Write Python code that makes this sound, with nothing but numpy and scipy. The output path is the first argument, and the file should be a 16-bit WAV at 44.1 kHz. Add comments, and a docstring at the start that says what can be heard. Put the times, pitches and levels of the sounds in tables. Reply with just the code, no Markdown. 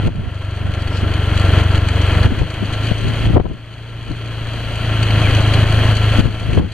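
"""A single-cylinder motorcycle rolls down a winding road, heard from the saddle.
Its exhaust thumps once per firing, from a stack of cosines, over a steady hum at four times that rate.
Filtered noise makes the growl, the rush of air and tyres and the swishes; ringing metal modes make the clatter.
A thin tone slides down once as a whistle, and gusts of low, tearing noise buffet the microphone.
At listed moments, placed for hard gusts and loud thumps, the whole sound ducks, then swells back steadily."""
import sys
import numpy as np
from scipy import signal
from scipy.fft import rfft, irfft
from scipy.io import wavfile
from scipy.ndimage import uniform_filter1d

SR = 44100
rng = np.random.default_rng(int(sys.argv[2]) if len(sys.argv) > 2 else 0)


def put_to_file(sound):
    """Save the sound as 16-bit audio at rate SR, in the file named by the first command-line argument."""
    columns = np.atleast_2d(sound).T  # one column per channel
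    safe = np.clip(columns, -1, 1)
    whole_steps = np.round(safe * 32767)
    wavfile.write(sys.argv[1], SR, whole_steps.astype(np.int16))


N = 296772
TIME = np.arange(N) / SR  # s
HZ = np.arange(N // 2 + 1) * SR / N  # frequencies of the spectrum

# engine speed: (time [s], firing rate [firings per s])
ENGINE_SPEED = [(0.0, 24.875), (0.63, 24.042), (2.24, 23.411), (2.5, 25.577), (2.89, 27.227),
                (3.88, 28.421), (4.61, 28.07), (5.23, 26.563), (6.73, 26.734)]
# load on the engine: (time [s], exhaust thump [dB], exhaust hum [dB])
ENGINE_LOAD = [(0, -20, -8.5), (.55, -15.5, -8.7), (1.3, -17, -12), (1.72, -15.5, -9), (2.25, -18, -12.5),
               (2.55, -23, -16.5), (3.05, -26.5, -12.5), (3.6, -27, -14), (4.25, -28, -14),
               (4.7, -28.5, -17.5), (4.85, -25, -13.5), (5.7, -22, -12), (6.73, -26.5, -14)]
# shape of an exhaust thump: (multiple of the firing rate [1], level [dB])
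THUMP_SHAPE = [(1, -17), (2, -21), (3, 2.5), (5, -2), (6, -12), (7, -17), (8, -19.5), (9, -18), (10, -21.5),
               (12, -23.5), (13, -22.5)]
# engine case resonances: (frequency [Hz], width [Hz], level against the broad sound [dB])
CASE_RESONANCES = [(271.3, 3.9, -2.5), (310.5, 21, -3.5), (720, 350, -6.5), (1033, 31, -9), (1363, 29, 0.5),
                   (1500, 8.7, -2.5), (1664, 134, -7), (1945, 100, -7.5), (2510, 27, -1.5),
                   (3070, 120, -12.5)]
# spectrum of the engine growl: (frequency [Hz], relative level [dB])
GROWL_SPECTRUM = [(20, 9.5), (50, -6.5), (150, 3), (200, 0), (300, -1.5), (400, -2), (650, -4.5),
                  (800, -9.5), (1500, -6.5), (2100, -12), (3500, -30.5), (16000, -66)]
# spectrum of the rush: (frequency [Hz], relative level [dB])
RUSH_SPECTRUM = [(20, -41), (500, -63), (1200, -3), (2100, 0.5), (2800, 3.5), (4500, 1), (8000, 1.5),
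                 (16000, -8)]
# loose parts rattle on the bigger bumps: (time [s], level [dB])
BUMP_RATTLES = [(0.747, -9.5), (1.138, -7), (1.375, -9), (1.397, -8), (1.753, -10), (1.777, -13),
                (1.886, -2), (2.231, -9), (2.869, -12), (2.98, -8), (5.028, -8)]
# modes of the rattling metal parts: (frequency [Hz], level [dB], time to fade by 60 dB [s])
METAL_MODES = [(2507, -12, 0.024), (3037, -11.5, 0.012), (4126, -18.5, 0.093), (4560, -6.5, 0.011),
               (4790, -5.5, 0.014), (5880, -7.5, 0.016), (6220, -9, 0.044), (6880, -9.5, 0.013),
               (6880, -8, 0.017), (7150, -8, .035), (7420, -8.5, 0.027), (8120, 1, 0.012),
               (8580, -13, 0.016), (9780, -8, 0.0087), (10050, -17.5, 0.0095), (11060, -16, 0.0091)]
# gusts on the microphone: (time [s], half length of the core [s], level [dB], left minus right [dB])
WIND_GUSTS = [(0.04, 0.019, -9, -9), (0.081, 0.017, 3, -0.5), (.19, 0.033, -1.5, -3),
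              (0.273, 0.0097, -6, -13), (0.668, 0.035, -14.5, -12), (1.038, 0.0076, -6, -7),
              (2.268, 0.014, -7.5, -4), (2.327, 0.014, -6, 3), (2.419, 0.0099, 1, 2.5),
              (2.627, 0.0083, -11, 18), (2.917, 0.0046, -7.5, 16.5), (3.066, 0.026, -8.5, 8),
              (3.295, 0.032, -2.5, 1), (3.372, 0.014, 11, 2), (3.401, 0.012, 9, 2), (3.462, 0.019, 2.5, 7),
              (3.514, 0.019, 0.5, 1.5), (4.107, 0.01, -2, 3.5), (6.196, 0.0063, -11, 19),
              (6.262, 0.019, -4, 6.5), (6.53, 0.047, -7, 5), (6.577, 0.0064, 3.5, 1),
              (6.601, 0.0073, 6.5, -0.5), (6.632, 0.02, 2.5, 3.5)]
# spectrum of the wind's eddies: (frequency [Hz], relative level [dB])
WIND_SPECTRUM = [(10, -15.5), (30, 4.5), (70, 4), (150, 1), (300, -8), (500, -18), (1000, -35), (3000, -49),
                 (16000, -83)]
# spectrum of the wind's tearing: (frequency [Hz], relative level [dB])
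TEAR_SPECTRUM = [(20, 0), (300, 4), (600, -4.5), (1300, -17.5), (3000, -36.5), (16000, -63)]
# brief airy swishes: (time [s], half length [s], level [dB])
SWISH_PUFFS = [(0.806, 0.012, -20), (0.96, 0.034, -16.5)]
# spectrum of the swishes: (frequency [Hz], relative level [dB])
SWISH_SPECTRUM = [(20, -50), (2500, -10), (4200, -12), (5200, 8), (6200, -6), (8000, -1), (12000, -26)]
# left microphone port and its cavity notches: (frequency [Hz], gain [dB])
LEFT_PORT_GAIN = [(100, 2.5), (400, 2.5), (2400, 2.5), (3120, 8), (3480, -1.5), (4050, 4), (4600, -1.5),
                  (5300, -17), (6000, -8.5), (7500, -15), (10000, -14), (12000, -22), (16000, -38)]
# right microphone port and its cavity notches: (frequency [Hz], gain [dB])
RIGHT_PORT_GAIN = [(100, 1.5), (400, 0), (2000, -0.5), (2700, 4), (3380, 8), (3650, -1.5), (3900, -19),
                   (4500, -2.5), (4900, -21), (5300, -31), (6300, -28.5), (10000, -32.5), (16000, -41.5)]
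# the whole sound ducks at a hard gust or a loud thump: (time [s], level it drops to [dB])
LEVEL_DUCKS = [(0.081, -23), (1.62, -8.5), (1.785, -10), (2.267, -12.5), (2.425, -14), (2.921, -11.5),
               (3.273, -12.5), (3.358, -26.5), (5.402, -5), (5.639, -5.5), (5.928, -6), (6.213, -11),
               (6.273, -14.5), (6.598, -20.5)]

# the level swells back at a steady rate up to its full value; DUCK_S is the time its steps are smoothed over
START_DB, FULL_DB, RECOVERY_DB_PER_S, DUCK_S = -12.5, -2, 12.5, 0.0096
HISS_DB, CUTOFF_HZ = -44.5, 15700  # microphone hiss, and the top of the sound
GUST_SKIRT = 2.7  # a gust builds and fades as this power of the time from its core
JOLTS_PER_S, JOLT_DB = 3.1, -17.5  # smaller bumps come at random
# the whistle: its loudest moment, its pitch and level there, its fall and its envelope
WHISTLE_S, WHISTLE_HZ, WHISTLE_DB = 5.24, 2500, -25.5
WHISTLE_FALL_OCTAVES_PER_S, WHISTLE_ATTACK_S, WHISTLE_RELEASE_S = 5.8, 0.018, 0.075
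# at the cruising thump, the growl's relative level; then its share of the thump's swing in dB
CRUISE_DB, GROWL_DB, GROWL_SHARE = -22, 3, 0.28


def from_db(db):
    """Turn decibels into a plain factor."""
    return 10 ** (np.asarray(db) / 20)


def rms_one(x):
    """Scale a sound to an average (RMS) strength of 1."""
    return x / np.sqrt(np.mean(x ** 2) + 1e-20)


def in_time(rows):
    """Each column of a curve at every sample."""
    s, *columns = np.transpose(rows)
    return [np.interp(TIME, s, column) for column in columns]


def colour(x, points):
    """Filter with the given gains, acting only after the sound arrives (minimum phase)."""
    hz, db = np.transpose(points)
    gain = from_db(np.interp(np.log(HZ + 1), np.log(hz), db))
    # folding the cepstrum forward gives the minimum phase
    cepstrum = irfft(np.log(gain), N)
    cepstrum[1:N // 2] *= 2
    cepstrum[N // 2 + 1:] = 0
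    return irfft(rfft(x) * np.exp(rfft(cepstrum)), N)


def drift(rate):
    """Slow random wandering with a spread of 1; rate [Hz] is where it starts to smooth out."""
    noise = rfft(rng.standard_normal(N))
    return rms_one(irfft(noise / (1 + (HZ / rate) ** 2), N))


def stereo_noise(side_db):
    """White noise common to both sides, plus a part that differs."""
    mid, side = rng.standard_normal((2, N))
    return rms_one(mid + from_db(side_db) * side * [[1], [-1]])


def gust_shape(s, width):
    """A gust has a sharp core with long skirts."""
    return np.hypot(1, (TIME - s) / (width * np.sqrt(GUST_SKIRT))) ** -GUST_SKIRT


def wind(breeze_db=-25, breeze_spread_db=2.5, lumpy_db=4.0, tear_db=-17, tear_growth=2.6,
         flutter_hz=33, flutter_db=1.9):
    """Eddies push on the two ports partly separately; tearing grows faster than the gust, so it reaches higher."""
    shapes = []
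    for s, width, db, pan in WIND_GUSTS:
        sides = from_db([[db + pan / 2], [db - pan / 2]])
        shapes.append(sides * gust_shape(s, width))
    gust = np.max(shapes, axis=0)
    # vortices leave the housing at an uneven beat
    shedding = np.cumsum(flutter_hz * (1 + 0.283 * drift(10.13))) / SR
    gust = gust * from_db(flutter_db * np.cos(2 * np.pi * shedding))
    eddies = colour(stereo_noise(side_db=-3.0), WIND_SPECTRUM)
    # even out the strength of the eddies, so that the gusts set it
    eddies /= np.sqrt(uniform_filter1d(np.mean(eddies ** 2, axis=0), size=900))
    tearing = rms_one(colour(stereo_noise(side_db=-1.5), TEAR_SPECTRUM))
    tearing = tearing * from_db(lumpy_db * drift(130))
    breeze = from_db(breeze_db + breeze_spread_db * np.array([drift(12), drift(31)]))
    return np.hypot(gust, breeze) * eddies + from_db(tear_db) * gust ** tear_growth * tearing


def bell(s, width):
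    """A smooth rise and fall around a moment."""
    return np.exp(-0.5 * np.minimum(((TIME - s) / width) ** 2, 200))


def swishes():
    """Short puffs of high hiss: coloured noise that swells and fades."""
    puffs = sum(from_db(db) * bell(s, width) for s, width, db in SWISH_PUFFS)
    return puffs * rms_one(colour(stereo_noise(side_db=-14), SWISH_SPECTRUM))


def whistle(waver=0.015, flicker_db=2):
    """A thin, unsteady tone comes in quickly and fades as it slides down."""
    age = np.clip(TIME - WHISTLE_S, -0.5, 1)
    hz = WHISTLE_HZ * 2 ** (-WHISTLE_FALL_OCTAVES_PER_S * age) * (1 + waver * drift(165.5))
    envelope = np.exp(np.minimum(age / WHISTLE_ATTACK_S, -age / WHISTLE_RELEASE_S))
    tone = np.sqrt(2) * np.sin(2 * np.pi * np.cumsum(hz) / SR)
    return from_db(WHISTLE_DB + flicker_db * drift(60)) * envelope * tone


def rattles(cycle, tick_db=-29, tick_spread_db=9.5, loose_per_s=70, bounce_s=0.0043, mode_spread_db=1.5):
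    """Valves tick twice a cycle and loose parts chatter; each touch bounces and rings the metal modes."""
    valve_ticks = np.diff(np.floor(2 * cycle), prepend=0)
    touches = valve_ticks + (rng.random(N) < loose_per_s / SR)
    hits = touches * from_db(tick_db + tick_spread_db * np.clip(rng.standard_normal(N), -2, 2))
    hits += from_db(JOLT_DB) * (rng.random(N) < JOLTS_PER_S / SR)
    for s, db in BUMP_RATTLES:
        hits[int(s * SR)] += from_db(db)
    # each hit becomes a fading burst of noise
    contact = signal.lfilter([1], [1, -np.exp(-1 / (bounce_s * SR))], hits + 1e-18)
    contact *= rng.standard_normal(N) / np.sqrt(bounce_s * SR)
    out = np.zeros(N)
    for hz, db, t60 in METAL_MODES:
        fade = from_db(-60 / (t60 * SR))  # per sample
        turn = 2 * np.pi * hz / SR  # radians per sample
        # the strength of a mode changes every 512 samples
        chance = np.repeat(rng.standard_normal(N // 512 + 1), 512)[:N]
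        strength = from_db(db + mode_spread_db * chance)
        out += signal.lfilter([np.sin(turn)], [1, -2 * fade * np.cos(turn), fade * fade], contact * strength)
    return out


def case(x):
    """Narrow resonances of the engine case stand out of the broad sound."""
    peaks = sum(from_db(db) / (1 + 2j * (HZ - hz) / width) for hz, width, db in CASE_RESONANCES)
    return irfft(rfft(x) * (1 + peaks), N)


def knocks(cycle, ring_s=0.02, uneven_db=2.0):
    """Every firing shakes the case with the same dense ring, at a strength of its own."""
    firings = np.diff(np.floor(cycle), prepend=0) * from_db(uneven_db * drift(21))
    age = TIME[:SR // 8]
    ring = rng.standard_normal(len(age)) * np.sqrt(age) * np.exp(-age / ring_s)  # builds up, then dies away
    return rms_one(signal.fftconvolve(firings, ring)[:N])


def engine_noise(cycle, growl_db):
    """Gas, drive and tyre noise, throbbing with the strokes of the piston, over the rasp of the firings."""
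    throb_db = 1.2 * np.cos(8 * np.pi * cycle - 1) + 0.6 * np.sin(2 * np.pi * cycle)
    growl = stereo_noise(side_db=-34) * from_db(throb_db + 1.35 * drift(47))
    growl = growl + from_db(-3.5) * knocks(cycle, ring_s=0.02)
    rush = stereo_noise(side_db=-11) * from_db(throb_db + 1.0 * drift(140))
    rush = rush + from_db(-3.5) * knocks(cycle, ring_s=0.069)
    growl = from_db(growl_db - 23.0) * rms_one(colour(growl, GROWL_SPECTRUM))
    rush = from_db(-21.5) * rms_one(colour(rush, RUSH_SPECTRUM))
    return case(growl + rush)


def exhaust(cycle, thump_db, hum_db, uneven_db=0.66, hum_waver_db=1.4, jitter=0.011, crank_db=-23.0):
    """Low multiples peak together at each firing; the silencer hums at the fourth, the crank shakes at the second."""
    angle = 2 * np.pi * (cycle + jitter * drift(11))  # jitter is in cycles
    thump = sum(from_db(db) * np.cos(round(k) * angle) for k, db in THUMP_SHAPE)
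    thump = from_db(thump_db + uneven_db * drift(35)) * thump
    hum = from_db(hum_db + hum_waver_db * drift(27)) * np.cos(4 * angle)
    crank = from_db(crank_db) * np.cos(2 * angle)
    return np.sqrt(2) * (case(thump + hum) + crank)


def scene():
    """The engine speed sets the beat and its load the weight of thump, hum and growl; the wind comes on top."""
    firing_rate, = in_time(ENGINE_SPEED)
    thump_db, hum_db = in_time(ENGINE_LOAD)
    growl_db = GROWL_DB + GROWL_SHARE * (thump_db - CRUISE_DB)
    cycle = np.cumsum(firing_rate) / SR  # firings so far
    motorcycle = exhaust(cycle, thump_db, hum_db) + engine_noise(cycle, growl_db) + rattles(cycle)
    return motorcycle + swishes() + whistle() + wind()


def ducking():
    """Level in dB: it drops at once at each listed moment and climbs back steadily."""
    level_db = np.minimum(START_DB + RECOVERY_DB_PER_S * TIME, FULL_DB)
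    for s, db in LEVEL_DUCKS:
        recovery_db = np.minimum(db + RECOVERY_DB_PER_S * (TIME - s), FULL_DB)
        level_db = np.where(TIME < s, level_db, recovery_db)
    return level_db


def record(dry):
    """Each port colours its side; the level ducks and swells, peaks are clipped, the top is cut."""
    ports = np.array([colour(dry[0], LEFT_PORT_GAIN), colour(dry[1], RIGHT_PORT_GAIN)])
    hiss = from_db(HISS_DB) * rng.standard_normal((2, N))
    level_db = uniform_filter1d(ducking(), size=max(1, int(DUCK_S * SR)))
    loud = np.clip((ports + hiss) * from_db(level_db), -1, 1)
    top_cut = signal.ellip(10, 0.2, 90, CUTOFF_HZ, fs=SR, output="sos")
    return signal.sosfilt(top_cut, loud)


dry = scene()
out = record(dry)
put_to_file(out)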